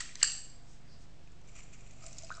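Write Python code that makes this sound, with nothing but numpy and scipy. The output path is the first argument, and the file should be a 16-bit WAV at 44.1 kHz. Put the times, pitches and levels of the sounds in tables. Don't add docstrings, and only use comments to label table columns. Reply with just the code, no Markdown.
import sys
import numpy as np
from scipy import signal
from scipy.fft import rfft, irfft
from scipy.io import wavfile
from scipy.ndimage import uniform_filter1d

SR = 44100
rng = np.random.default_rng(int(sys.argv[2]) if len(sys.argv) > 2 else 0)


def dump_mix(stems):
    frames = np.atleast_2d(stems).T
    limited = np.clip(frames, -1, 1)
    pcm = np.round(limited * 32767).astype(np.int16)
    wavfile.write(sys.argv[1], SR, pcm)


def boost(x):
    u = np.asarray(x, float) / 20
    return 10 ** u


N = 105840
T = np.arange(N) / SR

# (frequency [Hz], density [dB per Hz])
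FLOOR_SPECTRUM = [(12, -42.5), (20, -3), (128, -19.5), (231, -18.5), (276, -20.5), (534, -27), (672, -30),
                  (5290, -37.5), (8800, -42), (11400, -70), (19400, -120)]
# (harmonic number, level [dB])
BUZZ_HARMONICS = [(1, -76), (2, -72.5), (3, -68), (4, -71), (5, -65), (6, -70.5), (7, -72)]
# (delay [s], level [dB])
REFLECTIONS = [(.0085, -22), (.0115, -22), (0.016, -14.5), (0.021, -17), (.0285, -19), (.035, -24),
               (0.042, -24), (0.046, -19.5), (0.05, -24), (0.054, -22), (0.067, -27.5), (0.072, -24.5),
               (.088, -27), (0.092, -26.5), (.121, -27.5)]
# (time [s], length [s], level [dB], frequency [Hz], width [Hz])
RUSTLES = [
    (0.222, 0.068, -48, 3960, 5060),
    (0.72, 0.12, -64.5, 6500, 3140),
    (0.85, 0.1, -72.5, 1970, 513),
    (0.933, 0.1, -64, 4780, 380),
    (1.022, 0.065, -66.5, 6000, 3680),
    (1.9, 0.044, -75, 2370, 330),
]
KNOCK_TIMES_S = [.0065, .0145, .0915, .0917, .1548, .1555, .2158, .2162, .22, .24, .1548, .204, .112, .119,
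                 .163]
# (level [dB], frequency [Hz], t60 [s])
KNOCK_MODES = [(-33.5, 1950, .03), (-40, 1300, 0.024), (-38, 2400, .012), (-49.5, 8000, 0.011),
               (-32, 6100, 0.009), (-36, 4200, 0.0095), (-26, 1980, 0.0085), (-30.5, 2850, 0.0094),
               (-32, 1700, 0.011), (-22, 1720, .017), (-38.5, 4800, 0.013), (-45, 4800, .01),
               (-49.5, 1950, .02), (-50, 1950, 0.047), (-45.5, 1950, 0.025)]
# (time [s], squelch level [dB])
EFFORT = [
    (1.38, -96.5),
    (1.47, -70.5),
    (1.602, -67.5),
    (1.68, -67),
    (1.821, -68.5),
    (1.98, -66),
    (2.03, -61.5),
    (2.2, -64),
    (2.4, -68),
]
# (frequency [Hz], width [Hz], level [dB])
CUP_MODES = [(1286, 400, -10.5), (2403, 820, -1), (4500, 1200, -12.5), (5900, 700, -6), (7200, 950, 0)]
SPURT_TIMES_S = [1.49, 1.562, 1.58, 1.599, 1.62, 1.636, 1.742, 1.8, 1.87, 1.94, 1.98, 2.068, 2.19]
# (length [s], extra level [dB])
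SPURT_SHAPES = [(.02, 9.6), (0.02, 16.6), (0.016, 11.7), (0.027, 14.6), (0.011, 6.5), (0.013, 6.5),
                (0.027, 9.8), (.03, 5), (0.023, 4.5), (.02, 3), (0.012, 3), (0.011, 6), (.01, 11)]
# (time [s], level [dB], frequency [Hz])
TICKS = [(1.2744, -52.5, 2500), (1.2978, -66, 2440), (1.3189, -55.5, 7130), (1.393, -62, 2476),
         (1.475, -54, 6160), (1.4876, -53, 6830), (1.7385, -50.5, 6360), (1.909, -47.5, 6500),
         (1.934, -56, 7300), (2.0063, -55, 7300), (2.0246, -48, 7400), (2.025, -52, 4800),
         (2.04, -47.5, 5100), (2.0454, -72, 7200), (2.0634, -36, 7280), (2.067, -43.5, 8000),
         (2.1286, -40, 5960), (2.1145, -57, 5400), (1.5544, -54, 7240), (1.5546, -57, 2340),
         (1.605, -53, 5220), (1.8722, -52, 7250), (1.4143, -57, 6130), (1.5175, -54, 7280),
         (2.1829, -33.5, 7150), (2.1832, -36.5, 5220), (2.1885, -39, 6575), (2.1775, -49, 5400),
         (2.1675, -51, 4800), (2.2216, -49, 7040), (2.2345, -41, 6170), (2.2458, -41.5, 5000),
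         (2.246, -42, 7660), (2.2685, -49.5, 2760), (2.3225, -52, 4860), (2.314, -49, 3800),
         (2.2704, -49.5, 6500), (2.2949, -43.5, 2500), (2.3221, -45, 6630), (2.3408, -42.5, 3970),
         (2.3501, -41.5, 5170), (2.37, -46, 7770)]
# (time [s], level [dB], frequency [Hz], t60 [s], glide [ratio per s], bubble bursts after [s])
PLOPS = [(2.021, -53.5, 1247, 0.053, 1.5, 0.018), (2.039, -45.5, 1280, 0.022, 1.1, .02),
         (2.304, -24.5, 1174, 0.0096, 18, 0.012), (2.313, -36, 1313, 0.25, 24, 0.01),
         (2.308, -41, 1250, .02, 8, .004), (2.325, -44, 1480, 0.04, 2.1, .0045),
         (2.3295, -46, 1520, .03, 2.5, .006), (2.370, -48, 1300, .04, 3, 0.0058),
         (2.377, -43.5, 1230, .09, 2.3, 0.0075), (2.391, -54, 1369, 0.046, 3, 0.0043)]
# (time [s], peak [dB])
SPLASHES = [(1.917, -75), (1.963, -58), (2.036, -56), (2.044, -49), (2.061, -52), (2.068, -47.5),
            (2.128, -58.5), (2.233, -44), (2.294, -50), (2.376, -51)]
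# (time [s], level [dB], looseness [ring stretch], tilt [dB per octave], crack [dB])
BLOWS = [
    (.0035, -23, 1.48, 2.0, 6.),
    (0.1539, -27.5, .4, -1.5, 8.5),
    (.2040, -41, 0.43, -0.5, 7.5),
    (0.228, -0.5, 0.95, -0.5, -1),
]
# (frequency [Hz], level [dB], start after blow [s], clamped after [s])
CASTING_MODES = [(1207, -38.5, 0.00091, 0.0037), (1900, -33, 0.0012, .003), (2684, -27, 0.00083, .004),
                 (2916, -25, 0.00033, 0.0022), (3800, -26, .0004, .002), (3530, -29.5, 0.00077, .002),
                 (4870, -26, .0004, 0.0035), (6150, -29, .0005, .002), (4614, -11, 0.00012, 0.0022),
                 (7595, -10, .0012, .0047), (8440, -18, 0.00073, 0.0056), (5787, -20, .0008, .0032),
                 (6500, -22.5, .0005, 0.0044), (7270, -16.5, 0.0014, 0.0032)]
# (frequency [Hz], level [dB], t60 [s])
FREE_MODES = [(4928, -57.5, 0.67), (4930, -52, 0.62), (7900, -51.5, 0.5), (7440, -44.5, 0.31)]

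TIN_HZ = 658
SPRAY_FROM_S = 2.02
SOFT_RISE_S = 0.0006


def band(x, hz, width_hz):
    return signal.lfilter(*signal.iirpeak(hz, hz / width_hz, fs=SR), x)


def steep_band(x, hz, width_hz):
    return band(band(x, hz, width_hz), hz, width_hz)


def unit(x):
    return x / np.sqrt(np.mean(x ** 2))


def walk(rate_hz, size=N):
    k = int(SR / rate_hz)
    steps = np.repeat(rng.standard_normal(size // k + 1), k)
    return unit(uniform_filter1d(steps, k)[:size])


def add_mode(out, at_s, db, hz, t60_s, rise_s=0.00013, glide=0.0, clamp_s=0.98):
    i = int(at_s * SR)
    t = np.arange(min(int(1.3 * t60_s * SR), N - i)) / SR
    mute = 1 + np.exp(np.clip((t - clamp_s) / 0.0005, -50, 50))
    env = (1 - np.exp(-t / rise_s)) * boost(-60 * t / t60_s) / mute
    phase = 2 * np.pi * hz * (t + glide * t ** 2 / 2)
    out[i:i + len(t)] += boost(db) * env * np.sin(phase)


def add_burst(out, at_s, db, low_hz, t60_s):
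    i, t = int(at_s * SR), T[:int(t60_s * SR)]
    sos = signal.butter(3, [low_hz, 9000], "band", fs=SR, output="sos")
    noise = unit(signal.sosfilt(sos, rng.standard_normal(N // 4)))[:len(t)]
    env = boost(db - 60 * t / t60_s) * (1 - np.exp(-t / SOFT_RISE_S))
    out[i:i + len(t)] += (noise * env)[:N - i]


def crackle():
    rate_per_s, spread_db = 5000, 1.5
    pops = rng.random(N) < rate_per_s / SR
    return pops * boost(spread_db * rng.exponential(size=N)) * rng.standard_normal(N)


def floor():
    hiss_db, fan_db = -58.5, -75
    buzz_hz, table_hz, table_width_hz = 25.1, 34.4, 8.0
    table_db, lean_db_per_s = -72, 6.5
    f = np.maximum(np.arange(N // 2 + 1) * SR / N, 1)
    hz, db = np.array(FLOOR_SPECTRUM).T
    shape = boost(np.interp(np.log(f), np.log(hz), db)) * (f > 12)
    hiss = boost(hiss_db) * unit(irfft(rfft(rng.standard_normal(N)) * shape, N))
    fan = boost(fan_db) * unit(band(rng.standard_normal(N), 692, 48))
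    tremble = unit(steep_band(rng.standard_normal(N), table_hz, table_width_hz))
    table = boost(table_db + lean_db_per_s * T) * tremble
    buzz = np.zeros(N)
    for k, level_db in BUZZ_HARMONICS:
        tone = np.sqrt(2) * np.sin(2 * np.pi * (k * buzz_hz * T + rng.random()))
        buzz += boost(level_db + 2.5 * walk(5)) * tone
    return hiss + buzz + fan + table


def room(x):
    t60_s, tail_db, lumpy_db = 0.53, -10, 1
    gap_s, swell_s = 0.0034, 0.026
    low_hz, wall_hz, wall_width_hz, wall_db = 1280, 3120, 4000, -10
    t = T[:int(0.8 * SR)]
    swell = (1 - np.exp(-np.clip(t - gap_s, 0, 1) / swell_s)) ** 2
    decay = boost(-60 * t / t60_s + lumpy_db * walk(300, size=len(t)))
    tail = rng.standard_normal(len(t)) * decay * swell
    tail *= boost(tail_db) / np.sqrt(np.sum(tail ** 2))
    delay_s, db = np.array(REFLECTIONS).T
    tail[(delay_s * SR).astype(int)] += boost(db) * (-1) ** np.arange(len(db))
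    walls = x + boost(wall_db) * band(x, wall_hz, wall_width_hz)
    walls = signal.lfilter(*signal.butter(1, low_hz, "high", fs=SR), walls)
    return signal.fftconvolve(walls, tail)[:N]


def lingering():
    out = np.zeros(N)
    add_burst(out, 0, -45.5, 1310, 0.59)
    return out


def sleeves():
    noise, out = rng.standard_normal(N), np.zeros(N)
    for at_s, length_s, db, hz, width_hz in RUSTLES:
        swell = np.exp(-((T - at_s) / (length_s / 2)) ** 2)
        out += boost(db) * unit(band(noise, hz, width_hz)) * swell
    return out


def knocks():
    out = np.zeros(N)
    for at_s, (db, hz, t60_s) in zip(KNOCK_TIMES_S, KNOCK_MODES):
        add_mode(out, at_s, db, hz, t60_s, rise_s=SOFT_RISE_S)
    return out


def droplets():
    out = np.zeros(N)
    for when, pitch, size in rng.random((160, 3)):
        at_s = SPRAY_FROM_S + when * (T[-1] - SPRAY_FROM_S)
        add_mode(out, at_s, -57 + 8 * size ** 2, 3900 + 4200 * pitch, 0.008, rise_s=0.00046, glide=8.0)
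    return out


def squelch():
    spray_db, air_db = -1.5, -5
    shared = crackle()
    cup = np.zeros(N)
    for hz, width_hz, db in CUP_MODES:
        cup += boost(db) * unit(steep_band(0.26 * shared + crackle(), hz, width_hz))
    cup = unit(cup)
    air = boost(air_db) * unit(band(crackle(), TIN_HZ, 110))
    spray = boost(spray_db) * unit(steep_band(crackle(), 6000, 3500))
    spray *= np.clip((T - SPRAY_FROM_S) / 0.0083, 0, 1)
    spurt_db = np.zeros(N)
    for at_s, (length_s, extra_db) in zip(SPURT_TIMES_S, SPURT_SHAPES):
        spurt_db += extra_db * np.exp(-((T - at_s) / (length_s / 2)) ** 4)
    s, effort_db = np.array(EFFORT).T
    effort = boost(np.interp(T, s, effort_db, left=-120))
    return ((cup + spray) * boost(spurt_db + 2 * walk(150)) + air) * effort


def juice():
    out, pool = np.zeros(N), np.zeros(N)
    for at_s, db, hz in TICKS:
        add_mode(out, at_s, db + 0.5, hz, 0.013, rise_s=0.00018, glide=4.2)
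        add_burst(out, at_s, db - 9, 3300, 0.019)
    for at_s, db, hz, t60_s, glide, burst_s in PLOPS:
        add_mode(pool, at_s, db, hz, t60_s, rise_s=SOFT_RISE_S, glide=glide, clamp_s=burst_s)
    for at_s, db in SPLASHES:
        add_mode(out, at_s, db - 1, TIN_HZ, 0.11, rise_s=0.0016)
    return out + pool * boost(2 * walk(500))


def squeezer():
    out = np.zeros(N)
    for at_s, db, loose, tilt, crack_db in BLOWS:
        for hz, mode_db, late_s, clamp_s in CASTING_MODES:
            level_db = db + mode_db + tilt * np.log2(hz / 5000)
            grip_s = clamp_s * loose
            add_mode(out, at_s + late_s * loose, level_db, hz, 0.12, rise_s=0.28 * grip_s, clamp_s=grip_s)
        for hz, mode_db, t60_s in FREE_MODES:
            add_mode(out, at_s, db + mode_db, hz, t60_s, rise_s=0.002)
        add_burst(out, at_s, db + crack_db - 17.5, 1164, 0.035 * loose)
    return out


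def scene():
    knock_send_db, wet_send_db = -4, -3.5
    metal, taps = squeezer(), knocks()
    wet = juice() + squelch() + droplets()
    send = metal + boost(knock_send_db) * taps + boost(wet_send_db) * wet
    mix = lingering() + metal + taps + wet + room(send) + sleeves() + floor()
    return mix[None]


def band_limit(x):
    return signal.sosfilt(signal.butter(12, 9730, fs=SR, output="sos"), x)


def record(dry):
    top_hz, offset = 8180, 0.0056
    low_pass = signal.cheby2(14, 60, top_hz * 1.1383, fs=SR, output="sos")
    mix = signal.sosfilt(low_pass, dry) + offset
    return band_limit(mix)


dry = scene()
out = record(dry)
dump_mix(out)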